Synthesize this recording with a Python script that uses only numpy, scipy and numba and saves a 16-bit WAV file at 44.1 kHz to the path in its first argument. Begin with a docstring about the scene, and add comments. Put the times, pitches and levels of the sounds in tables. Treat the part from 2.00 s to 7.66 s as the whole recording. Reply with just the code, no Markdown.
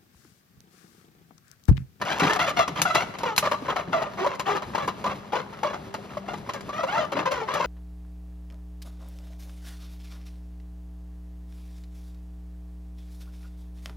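"""In a tiled room, water sloshes in the turning drum of a toy washing machine, close to two microphones.
Behind it the drum rumbles, suds bubble and a small motor hums; water dribbles and wet cloth thuds.
Drops tick on the plastic and the door latch clicks, made from short noise bursts and resonances.
Slaps trap air pockets that plop as gliding tones under a splash.
Waves are showers of random impacts and bubbles that ring the air gap above the water."""
import sys
import numpy as np
from scipy import signal
from scipy.fft import rfft, irfft, next_fast_len
from scipy.io import wavfile
from numba import njit

SR = 44100
rng = np.random.default_rng(int(sys.argv[2]) if len(sys.argv) > 2 else 0)


def waveform_to_disk(signal):
    """Save audio, clipped to [-1, 1], as 16-bit WAV at the path in sys.argv[1]."""
    frames = np.transpose(np.atleast_2d(signal))
    scaled = np.clip(frames, -1, 1) * 32767
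    samples = np.round(scaled).astype(np.int16)
    wavfile.write(sys.argv[1], SR, samples)


N = 249606  # length of the scene in samples


def undb(db):
    """Turn decibels into a factor."""
    return 10 ** (np.asarray(db) / 20)


def level(x, db, length):
    """Scale x so that its energy, spread over length seconds, has this rms level."""
    return x * undb(db) / np.sqrt(np.sum(x ** 2) / (length * SR) + 1e-18)


def times(length):
    """Time of each sample, in seconds."""
    return np.arange(int(length * SR)) / SR


def add(out, start, x):
    """Mix x into out from the start time on."""
    i = max(int(start * SR), 0)
    part = out[..., i:i + x.shape[-1]]
    part += x[..., :part.shape[-1]]


def along(points, hz):
    """Read a table of (Hz, value) on a log-frequency axis."""
    f, value = np.transpose(points)
    return np.interp(np.log(hz + 1), np.log(f), value)


def colour(x, spectrum, size=2048):
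    """Give x a (Hz, dB) spectrum with a filter that never sounds ahead of its input."""
    cepstrum = irfft(np.log(undb(along(spectrum, np.fft.rfftfreq(size, 1 / SR)))))
    # Folding the second half onto the first makes the filter minimum-phase
    cepstrum[1:size // 2] *= 2
    cepstrum[size // 2 + 1:] = 0
    return signal.fftconvolve(x, irfft(np.exp(rfft(cepstrum))))[:len(x)]


def resonate(x, hz, width):
    """One resonance, with its width in Hz."""
    return signal.lfilter(*signal.iirpeak(hz, hz / width, fs=SR), x)


def ring(x, modes):
    """A plastic shell rings in its resonances."""
    return sum(undb(db) * resonate(x, hz, width) for hz, width, db in modes)


def fade(t, t60):
    """Die away by 60 dB in t60 seconds."""
    return np.exp(-np.log(1000) * t / t60)


def walk(rate, n):
    """Smooth random drift with a spread near 1 and this many new values per second."""
    knots = rng.standard_normal(int(n / SR * rate) + 2)
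    return np.interp(np.arange(n) / SR * rate, np.arange(len(knots)), knots)


def swell(t, length, rise, t60):
    """Rise, hold until length seconds have passed, then die away."""
    return (1 - np.exp(-t / rise)) * fade(np.maximum(t - length, 0), t60)


def droplets(n, rate=3500, spread_db=3.5, hiss=0.22):
    """Random impacts of unequal size, rate per second, over a fine hiss."""
    sizes = undb(spread_db * np.minimum(rng.exponential(size=n), 5)) * rng.choice([-1, 1], n)
    impacts = sizes * (rng.random(n) < rate / SR)
    return impacts + hiss * rng.standard_normal(n)


def bubbles(n, rate=600, centre_hz=1650, reach_octaves=1.102, range_db=18):
    """Small bubbles pinch off at random; each rises in pitch as it dies away over 18 to 52 cycles."""
    out = np.zeros(n)
    for when, size, strength, life in rng.random((int(rate * n / SR) + 1, 4)):
        hz = min(centre_hz * 2 ** (reach_octaves * (2 * size - 1)), SR / 4)
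        t60 = (18 + 34 * life ** 2) / hz  # long lives are rarer
        t = times(t60)
        tone = np.sin(2 * np.pi * hz * t * (1 + t / t60 / 20))
        add(out, when * n / SR, undb(range_db * strength) * tone * fade(t, t60))
    return out


def place(x, scatter_db=-10, t60=0.028):
    """Reflections off door and housing arrive from the sides, drawn anew for each sound."""
    t = times(.02)
    echoes = level(rng.standard_normal(len(t)) * fade(t, t60), scatter_db, 1 / SR)
    side = signal.fftconvolve(x, echoes)[:len(x)]
    return np.array([x + side, x - side])


# The rumble's spectrum. Each row: frequency in Hz, level in dB per Hz before the overall level is set.
CHURN_SPECTRUM = [(20, -20), (45, -3), (85, -1), (170, 4), (260, -2), (600, -7), (1150, -15), (1700, -17.5),
                  (4000, -23.5), (8000, -32), (15000, -40.5)]
# The motor's hum. Each row: average frequency in Hz, level in dB.
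HUM_TONES = [(199.2, -50), (398.4, -55)]


def machine(churn_db=-43.5, side_db=-12, suds_db=-54):
    """The turning drum rumbles and its suds bubble softly over the motor's wavering hum."""
    def churn():
        gusts = undb(3.8 * walk(25, N))
        return level(colour(rng.standard_normal(N) * gusts, CHURN_SPECTRUM), churn_db, N / SR)

    mid, side = churn(), churn()
    suds = level(bubbles(N, rate=70, centre_hz=1170), suds_db, N / SR)
    turn = np.cumsum(1 + 0.0194 * walk(14, N)) / SR  # the motor's speed wavers
    hum = 0
    for hz, db in HUM_TONES:
        tone = np.sin(2 * np.pi * hz * turn) * undb(4.5 * walk(10, N))
        hum = hum + level(tone, db, N / SR)
    return mid + hum + undb(side_db) * np.array([side, -side]) + place(suds)


# The splash's spectrum. Each row: frequency in Hz, level in dB per Hz before the overall level is set.
SPLASH_SPECTRUM = [(60, -27.5), (160, -5), (310, 8), (420, 9.5), (1250, 6.5), (1650, 1), (2200, -0.5),
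                   (3100, -2.5), (4400, -13.5), (7000, -13.5), (10500, -39.5), (15000, -56.5)]
# Resonances of the drum. Each row: frequency in Hz, width in Hz, strength in dB before the drum's share.
DRUM_MODES = [(597, 42, 7), (980, 124, 10.5), (1157, 87, 7), (2660, 96, -1), (3957, 35, 4)]


def splash_in_drum(x, drum_db=2):
    """Impacts take the colour of water and also ring the plastic drum."""
    return colour(x, SPLASH_SPECTRUM) + undb(drum_db) * ring(x, DRUM_MODES)


def patter(db=-52, gust_db=5, gust_rate=22):
    """Water dribbles off the tumbling cloth in small uneven spurts of random impacts."""
    spurts = undb(gust_db * np.clip(walk(gust_rate, N), -2, 1.7))
    impacts = droplets(N, rate=330, spread_db=-0.5, hiss=0.029) * spurts
    return place(level(splash_in_drum(impacts), db, N / SR))


# Trickles that run off the cloth. Each row: start in seconds, level of the impacts in dB.
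TRICKLE_EVENTS = [(1.135, -38.5), (1.198, -38.5), (1.647, -37.5), (3.151, -55), (3.229, -52),
                  (3.525, -41.5), (4.095, -45), (4.215, -52)]


def trickles(length=0.02, t60=0.057, drip_db=-3):
    """A short dribble falls off the cloth into the suds: a few impacts and drips."""
    out, t = np.zeros(N), times(.1)
    for start, db in TRICKLE_EVENTS:
        flow = swell(t, length, rise=.003, t60=t60)
        impacts = splash_in_drum(droplets(len(t), rate=900) * flow)
        drips = bubbles(len(t), rate=180, centre_hz=1160) * flow
        add(out, start, level(impacts, db, length) + level(drips, db + drip_db, length))
    return place(out)


# Resonances of the housing. Each row: frequency in Hz, width in Hz,
# strength in dB before the overall level is set.
HOUSING_MODES = [(167.3, 26, 2), (274, 97, -6.5)]


def boom(x):
    """The hollow housing booms, each resonance narrowed further by a second, wide one."""
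    return sum(undb(db) * resonate(resonate(x, hz, width), hz, hz) for hz, width, db in HOUSING_MODES)


# Wet cloth falling in the drum. Each row: start in seconds, level in dB, length in seconds
# over which that level is reckoned (the push holds for 0.45 of it, then fades).
THUD_EVENTS = [(0.216, -21, 0.029), (0.687, -31, 0.0097), (0.784, -33.5, 0.065), (1.875, -32.5, 0.031),
               (5.14, -37, 0.15)]


def cloth(t60=0.26):
    """Wet cloth drops and shakes the housing: a push of noise makes it boom."""
    out = np.zeros(N)
    for start, db, length in THUD_EVENTS:
        t = times(length + 0.043)
        push = rng.standard_normal(len(t)) * swell(t, length * 0.45, rise=0.00013, t60=t60)
        add(out, start, level(boom(push), db, length))
    return out


# The plastic tick's spectrum. Each row: frequency in Hz, level in dB per Hz before the level is set.
TICK_SPECTRUM = [(300, 16.5), (1500, 20), (4000, 11), (7000, 10.5), (8500, 0.5), (10500, 2.5), (15000, -7)]


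def tick_on_plastic(x):
    """Impacts take the bright colour of water hitting plastic."""
    return colour(x, TICK_SPECTRUM)


# Drops that tick on the plastic. Each row: start in seconds, level in dB.
DROP_EVENTS = [(0.1964, -25), (0.334, -23.5), (0.4924, -27.5), (0.678, -28), (0.9478, -19.5),
               (1.1865, -31.5), (2.35, -39.5), (2.3955, -26), (2.876, -34), (3.941, -35.5), (4.3767, -43),
               (4.5355, -31), (4.6081, -36), (5.316, -27), (5.539, -26.5)]


def drops(length=0.0043):
    """Single drops tick against the plastic, each a fading burst of tiny impacts."""
    out, t = np.zeros((2, N)), times(.06)
    for start, db in DROP_EVENTS:
        tick = tick_on_plastic(droplets(len(t)) * fade(t, 0.067))
        add(out, start, place(level(tick, db, length)))
    return out


# Door clicks. Each row: start in seconds, level of the ring in dB,
# hardness of the contact as a frequency in Hz, level of the crack in dB relative to the ring.
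CLICK_EVENTS = [(0.8171, -22.5, 6200, 2), (1.363, -33, 3840, 0), (1.379, -19.5, 4340, 1.5)]
# Resonances of the door. Each row: frequency in Hz, width in Hz, strength in dB before the level is set.
DOOR_MODES = [(1050, 190, 19), (2290, 190, 7), (2790, 87, 11), (3970, 120, 9), (6360, 320, 2.5)]
# The latch crack's spectrum. Each row: frequency in Hz, level in dB per Hz before the level is set.
CRACK_SPECTRUM = [(300, 8.5), (1500, 14), (4000, 8), (7000, 8.5), (8500, -2), (10500, 7.5), (15000, -3)]


def door(snap_t60=.013, crack_t60=0.079):
    """The latch snaps: a crack of noise and the ring of the plastic door."""
    out, t, length = np.zeros((2, N)), times(.15), .012
    for start, db, hardness_hz, crack_db in CLICK_EVENTS:
        snap = resonate(rng.standard_normal(len(t)) * fade(t, snap_t60), hardness_hz, hardness_hz)
        crack = colour(rng.standard_normal(len(t)) * fade(t, crack_t60), CRACK_SPECTRUM)
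        click = level(ring(snap, DOOR_MODES), db, length) + level(crack, db + crack_db, length)
        add(out, start, place(click, scatter_db=-6.5))
    return out


FORMING, WOBBLE = .028, .025  # forming time as a share of the ring time, wobble as a share of the pitch


def pocket(t, hz, t60, dive, glide=0.045, dive_s=0.0058):
    """A trapped air pocket rings; its pitch settles, then creeps up and wobbles as it changes shape."""
    settling = dive * np.exp(-t / dive_s)
    creep = glide * (t / t60 - .2)
    pitch = hz * (1 + settling + creep + WOBBLE * walk(184, len(t)))
    forming = (1 - np.exp(-t / (FORMING * t60))) ** 2
    return np.sin(2 * np.pi * np.cumsum(pitch) / SR) * forming * fade(t, t60)


# A large pocket has a higher partner, a small one a lower partner; the middle pitch divides them
PARTNER_RATIO, DRUM_MIDDLE_HZ = 1.8, 780
# A large pocket starts sharp and sinks, a small one starts flat and rises (share of the pitch)
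LARGE_DIVE, SMALL_DIVE = 0.12, -0.13
# Slaps that trap an air pocket. Each row: start in seconds, level of the plop in dB,
# pitch of the main pocket in Hz, its ring time in seconds (to fall 60 dB), level of the splash in dB.
SLAP_EVENTS = [(0.014, -30.5, 1856, 0.084, -25), (.198, -26, 1530, 0.19, -22.5),
               (0.294, -22.5, 1797, 0.15, -24.5), (0.359, -27.5, 712, 0.087, -31.5),
               (.392, -27.5, 2010, 0.14, -23.5), (.592, -17.5, 660.6, 0.12, -29),
               (.595, -19.5, 1220, 0.14, -38), (.679, -30.5, 1150, 0.026, -32),
               (0.852, -20, 1480, 0.072, -31), (.857, -25.5, 708, 0.17, -48),
               (.902, -21.5, 1314, 0.12, -44), (.948, -25.5, 670, 0.18, -22),
               (1.232, -22.5, 947, 0.082, -27), (1.513, -25.5, 1225, 0.058, -22),
               (1.538, -24.5, 1174, 0.092, -33), (1.62, -33, 261, 0.055, -45),
               (1.685, -24, 1093, 0.06, -34), (1.76, -28.5, 737, 0.14, -27), (1.936, -17, 645.5, 0.21, -40),
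               (2.018, -28, 624, 0.055, -32), (2.205, -27.5, 373, 0.23, -49),
               (2.244, -22.5, 992, 0.088, -32), (2.263, -19.5, 580, 0.06, -28),
               (2.394, -31.5, 1040, 0.074, -28.5), (2.485, -20.5, 407, 0.21, -49),
               (2.566, -43, 750, 0.053, -28), (2.621, -38, 577, .074, -32.5), (2.748, -27, 960, 0.034, -27),
               (2.778, -28.5, 1080, 0.05, -31), (2.876, -24.5, 1053, 0.076, -25),
               (3.04, -22, 1020, 0.18, -31.5), (3.061, -24.5, 1202, 0.098, -33),
               (3.33, -25, 880, 0.079, -32.5), (3.63, -26, 940, .06, -29), (3.644, -22, 584, 0.11, -35),
               (3.941, -35.5, 910, 0.045, -31.5), (4.169, -29, 579, 0.059, -38),
               (4.333, -34.5, 855, 0.076, -34.5), (4.49, -31, 1120, 0.048, -30),
               (4.69, -32, 1170, 0.097, -35), (4.789, -28.5, 662, 0.086, -62),
               (4.833, -24, 532, 0.1, -28.5), (4.988, -25, 658, 0.082, -42), (5.119, -26.5, 542, 0.11, -27),
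               (5.255, -24.5, 519, 0.2, -33), (5.415, -29, 440, 0.1, -53), (5.599, -26, 973, 0.1, -39)]


def slaps(second_db=-5, splash_t60=0.087, length=0.015, tick_db=-16, tick_t60=0.016):
    """Water slaps the wall: two pockets plop under a short splash whose spray ticks on the plastic."""
    out, t = np.zeros((2, N)), times(0.18)
    for start, db, main_hz, t60, splash_db in SLAP_EVENTS:
        if main_hz < DRUM_MIDDLE_HZ:
            second_hz, dive = main_hz * PARTNER_RATIO, LARGE_DIVE
        else:
            second_hz, dive = main_hz / PARTNER_RATIO, SMALL_DIVE
        plop = pocket(t, main_hz, t60, dive) + undb(second_db) * pocket(t, second_hz, t60 / 2, dive)
        splash = splash_in_drum(droplets(len(t)) * swell(t, .006, rise=.003, t60=splash_t60))
        tick = tick_on_plastic(droplets(len(t)) * swell(t, 0, rise=0.002, t60=tick_t60))
        slap = level(plop, db, length) + level(splash, splash_db, length)
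        slap = slap + level(tick, splash_db + tick_db, length)
        add(out, start, place(slap))
    return out


@njit
def air_gap(x, period, feedback, damping):
    """Sound bounces between water and wall, duller on each trip; the trip moves with the water."""
    y, soft = x.copy(), 0.
    for i in range(len(x)):
        # The softening filter delays the sound too, so the trip is shortened to match
        back = i - period[i] + damping / (1 - damping)
        if back >= 0:
            k = int(back)
            echo = y[k] + (back - k) * (y[k + 1] - y[k])
            soft += (1 - damping) * (echo - soft)
            y[i] += feedback * soft
    return y


# Spray is loud while the door is ajar and muffled once it is pushed to (time in seconds)
DOOR_TO_S = 1.1
SPRAY_AJAR_DB, SPRAY_SHUT_DB = -3, -9.5  # relative to the wave's level
FIZZ_AJAR_DB, FIZZ_SHUT_DB = -12, -14.5  # finest crackle, relative to the spray


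def ajar(start):
    """Whether the door still stands open at this time."""
    return start < DOOR_TO_S


# A wave climbs to its crest by the rise and sinks by the fall
RISE_DB, FALL_DB = 4, 6.5
# Its flow surges and clumps; these spreads are before the turbulence, the rates are per second
SURGE_DB, SURGE_RATE, CLUMP_DB, CLUMP_RATE = 2.5, 110, 0.8, 47.6
SPRAY_GROWTH = 0.43  # spray grows faster than the wave, by this extra power of its height
GAP_DAMPING, RIPPLE, RIPPLE_RATE = .23, .011, 140  # ripple as a share of the gap's period, rate per second
# Waves. Each row: start in seconds, length in seconds, level in dB, pitch of the air gap at the start
# in Hz and at the end in Hz, place of the crest (0 to 1 of the length),
# hollowness (0 to 1, the share of the sound that the gap sends back).
WAVE_EVENTS = [(0.049, 0.14, -30.5, 690, 880, 0.53, 0.58), (.192, .17, -26, 384, 432, 0.34, 0.46),
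               (.386, 0.07, -26, 693, 684, .62, 0.76), (0.461, 0.051, -27.5, 608, 585, 0.44, 0.65),
               (0.564, 0.069, -24.5, 734, 670, 0.45, 0.77), (.755, 0.065, -32, 1176, 840, 0.67, 0.33),
               (0.847, 0.11, -32.5, 702, 654, 0.22, 0.83), (0.944, 0.088, -25, 642, 738, 0.3, 0.73),
               (1.25, 0.076, -28, 504, 427, 0.23, 0.83), (1.423, 0.057, -23.5, 630, 589, 0.7, 0.63),
               (1.677, 0.057, -28, 515, 402, 0.67, 0.43), (1.757, 0.062, -31, 740, 562, 0.33, 0.5),
               (1.921, 0.15, -29, 697, 597, 0.08, 0.68), (2.172, .085, -30.5, 359, 388, .7, 0.7),
               (2.261, 0.1, -35, 560, 520, 0.8, 0.66), (2.456, 0.11, -26, 375, 421, 0.63, 0.62),
               (2.732, 0.13, -33.5, 633, 552, 0.78, 0.7), (3.042, 0.094, -32.5, 467, 557, 0.9, 0.55),
               (3.319, 0.095, -29, 464, 523, 0.4, 0.65), (3.633, 0.08, -32, 559, 564, 0.47, .72),
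               (3.729, 0.035, -33.5, 630, 704, .3, 0.53), (4.279, .042, -34.5, 707, 704, 0.2, 0.79),
               (4.534, .04, -36, 604, 536, 0, 0.77), (4.724, 0.12, -32, 575, 677, 0.55, 0.86),
               (4.867, 0.097, -28, 626, 918, 0.78, .9), (4.945, 0.063, -26, 644, 686, 0.8, 0.83),
               (5.001, 0.049, -29, 624, 594, .1, 0.82), (5.152, 0.084, -28, 476, 577, 0.6, 0.3),
               (5.252, 0.041, -25.5, 510, 519, 0.4, 0.74), (5.307, 0.13, -29.5, 552, 439, 0.1, 0.79),
               (5.474, 0.094, -29.5, 505, 627, 0.83, 0.69), (5.545, .15, -27.5, 592, 468, 0.44, 0.72)]


def waves(drum_db=-2, bubble_db=-6, t60=0.079, open_db=-9, boom_db=-18):
    """Each wave is a swelling shower of droplets and bubbles that rings the gliding air gap in the drum."""
    out = np.zeros((2, N))
    low, high = (signal.butter(3, 1800, kind, fs=SR, output="sos") for kind in ("low", "high"))
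    for start, length, db, start_hz, end_hz, crest, hollow in WAVE_EVENTS:
        t = times(length + .09)
        n = len(t)
        hollow = np.clip(hollow, 0, .94)
        turbulence = np.sqrt(2 * (1 - hollow))  # a hollow wave runs smoothly, a breaking one churns
        crest = np.clip(crest, .05, .95)
        height = undb(np.interp(t / length, [0, crest, 1], [-RISE_DB, 0, -FALL_DB]))
        unevenness_db = SURGE_DB * walk(SURGE_RATE, n) + CLUMP_DB * walk(CLUMP_RATE, n)
        flow = height * swell(t, length, rise=.002, t60=t60) * undb(turbulence * unevenness_db)

        # Ripples shake the gap while its pitch glides
        gap_hz = np.interp(t, [0, length], [start_hz, end_hz])
        period = SR / gap_hz * np.exp(RIPPLE * walk(RIPPLE_RATE, n))
        shower = droplets(n, rate=2600, hiss=.19) * flow
        gap = air_gap(shower, period, hollow, GAP_DAMPING)
        gap = gap + undb(open_db) * droplets(n) * flow  # some spray lands outside the gap

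        water = level(splash_in_drum(gap, drum_db), 0, length)
        water = water + turbulence * level(bubbles(n) * flow, bubble_db, length)
        water = water + level(boom(gap), boom_db, length)

        # The lower part is the body, the upper part the spray
        body = signal.sosfilt(low, water)
        spray = signal.sosfilt(high, water) * height ** SPRAY_GROWTH
        if ajar(start):
            spray_db, fizz_db = SPRAY_AJAR_DB, FIZZ_AJAR_DB
        else:
            spray_db, fizz_db = SPRAY_SHUT_DB, FIZZ_SHUT_DB
        fizz = tick_on_plastic(droplets(n, rate=410, spread_db=6.0) * flow)
        spray = level(spray, 0, length) + level(fizz, fizz_db, length)
        add(out, start, place(level(body, db, length) + undb(db + spray_db) * spray))
    return out


def room(x, wet_db=-21, t60=0.9, delay=0.014, dull_hz=5000):
    """The tiled walls add a short diffuse tail, duller than the direct sound."""
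    t = times(0.68)
    dull = signal.butter(1, dull_hz, fs=SR)
    shape = fade(t, t60) * (1 - np.exp(-t / delay))  # builds up, then dies away
    wet = []
    for side in x:
        tail = level(signal.lfilter(*dull, rng.standard_normal(len(t))) * shape, wet_db, 1 / SR)
        wet.append(signal.fftconvolve(side, tail)[:N])
    return x + np.array(wet)


def scene():
    """All the water, cloth and door sounds ring in the room; the machine's own noise is added dry."""
    return room(patter() + trickles() + cloth() + drops() + door() + slaps() + waves()) + machine()


LOW_CUT_HZ, TOP_HZ = 54, 15200
# Level between the two microphone ports. Each row: frequency in Hz, left minus right in dB.
PORT_LEVELS = [(200, 2.5), (380, -2), (700, 6), (1290, 0.5), (2380, 2), (4400, 5), (9000, 0)]
# Phase between the two ports. Each row: frequency in Hz, lead of the left port in radians.
PORT_LEADS = [(150, 0), (650, 0.87), (1000, 0), (1620, 1.58), (2100, -0.04), (3000, 1.56), (4200, 0.04),
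              (8400, -3), (11500, -6.5), (14500, -8.5)]


def record(dry):
    """Two ports hear the sound with their own level and phase; the deepest bass and the top are cut."""
    size = next_fast_len(N + SR // 10)
    hz = np.fft.rfftfreq(size, 1 / SR)
    # Each port takes half of the difference, in opposite directions
    half = undb(along(PORT_LEVELS, hz) / 2) * np.exp(1j * along(PORT_LEADS, hz) / 2)
    ports = irfft(rfft(dry, size) * np.array([half, 1 / half]), size)[:, :N]
    ports = signal.sosfilt(signal.butter(3, LOW_CUT_HZ, "high", fs=SR, output="sos"), ports)
    return signal.sosfilt(signal.ellip(8, .2, 70, TOP_HZ, fs=SR, output="sos"), ports)


dry = scene()
out = record(dry)
waveform_to_disk(out)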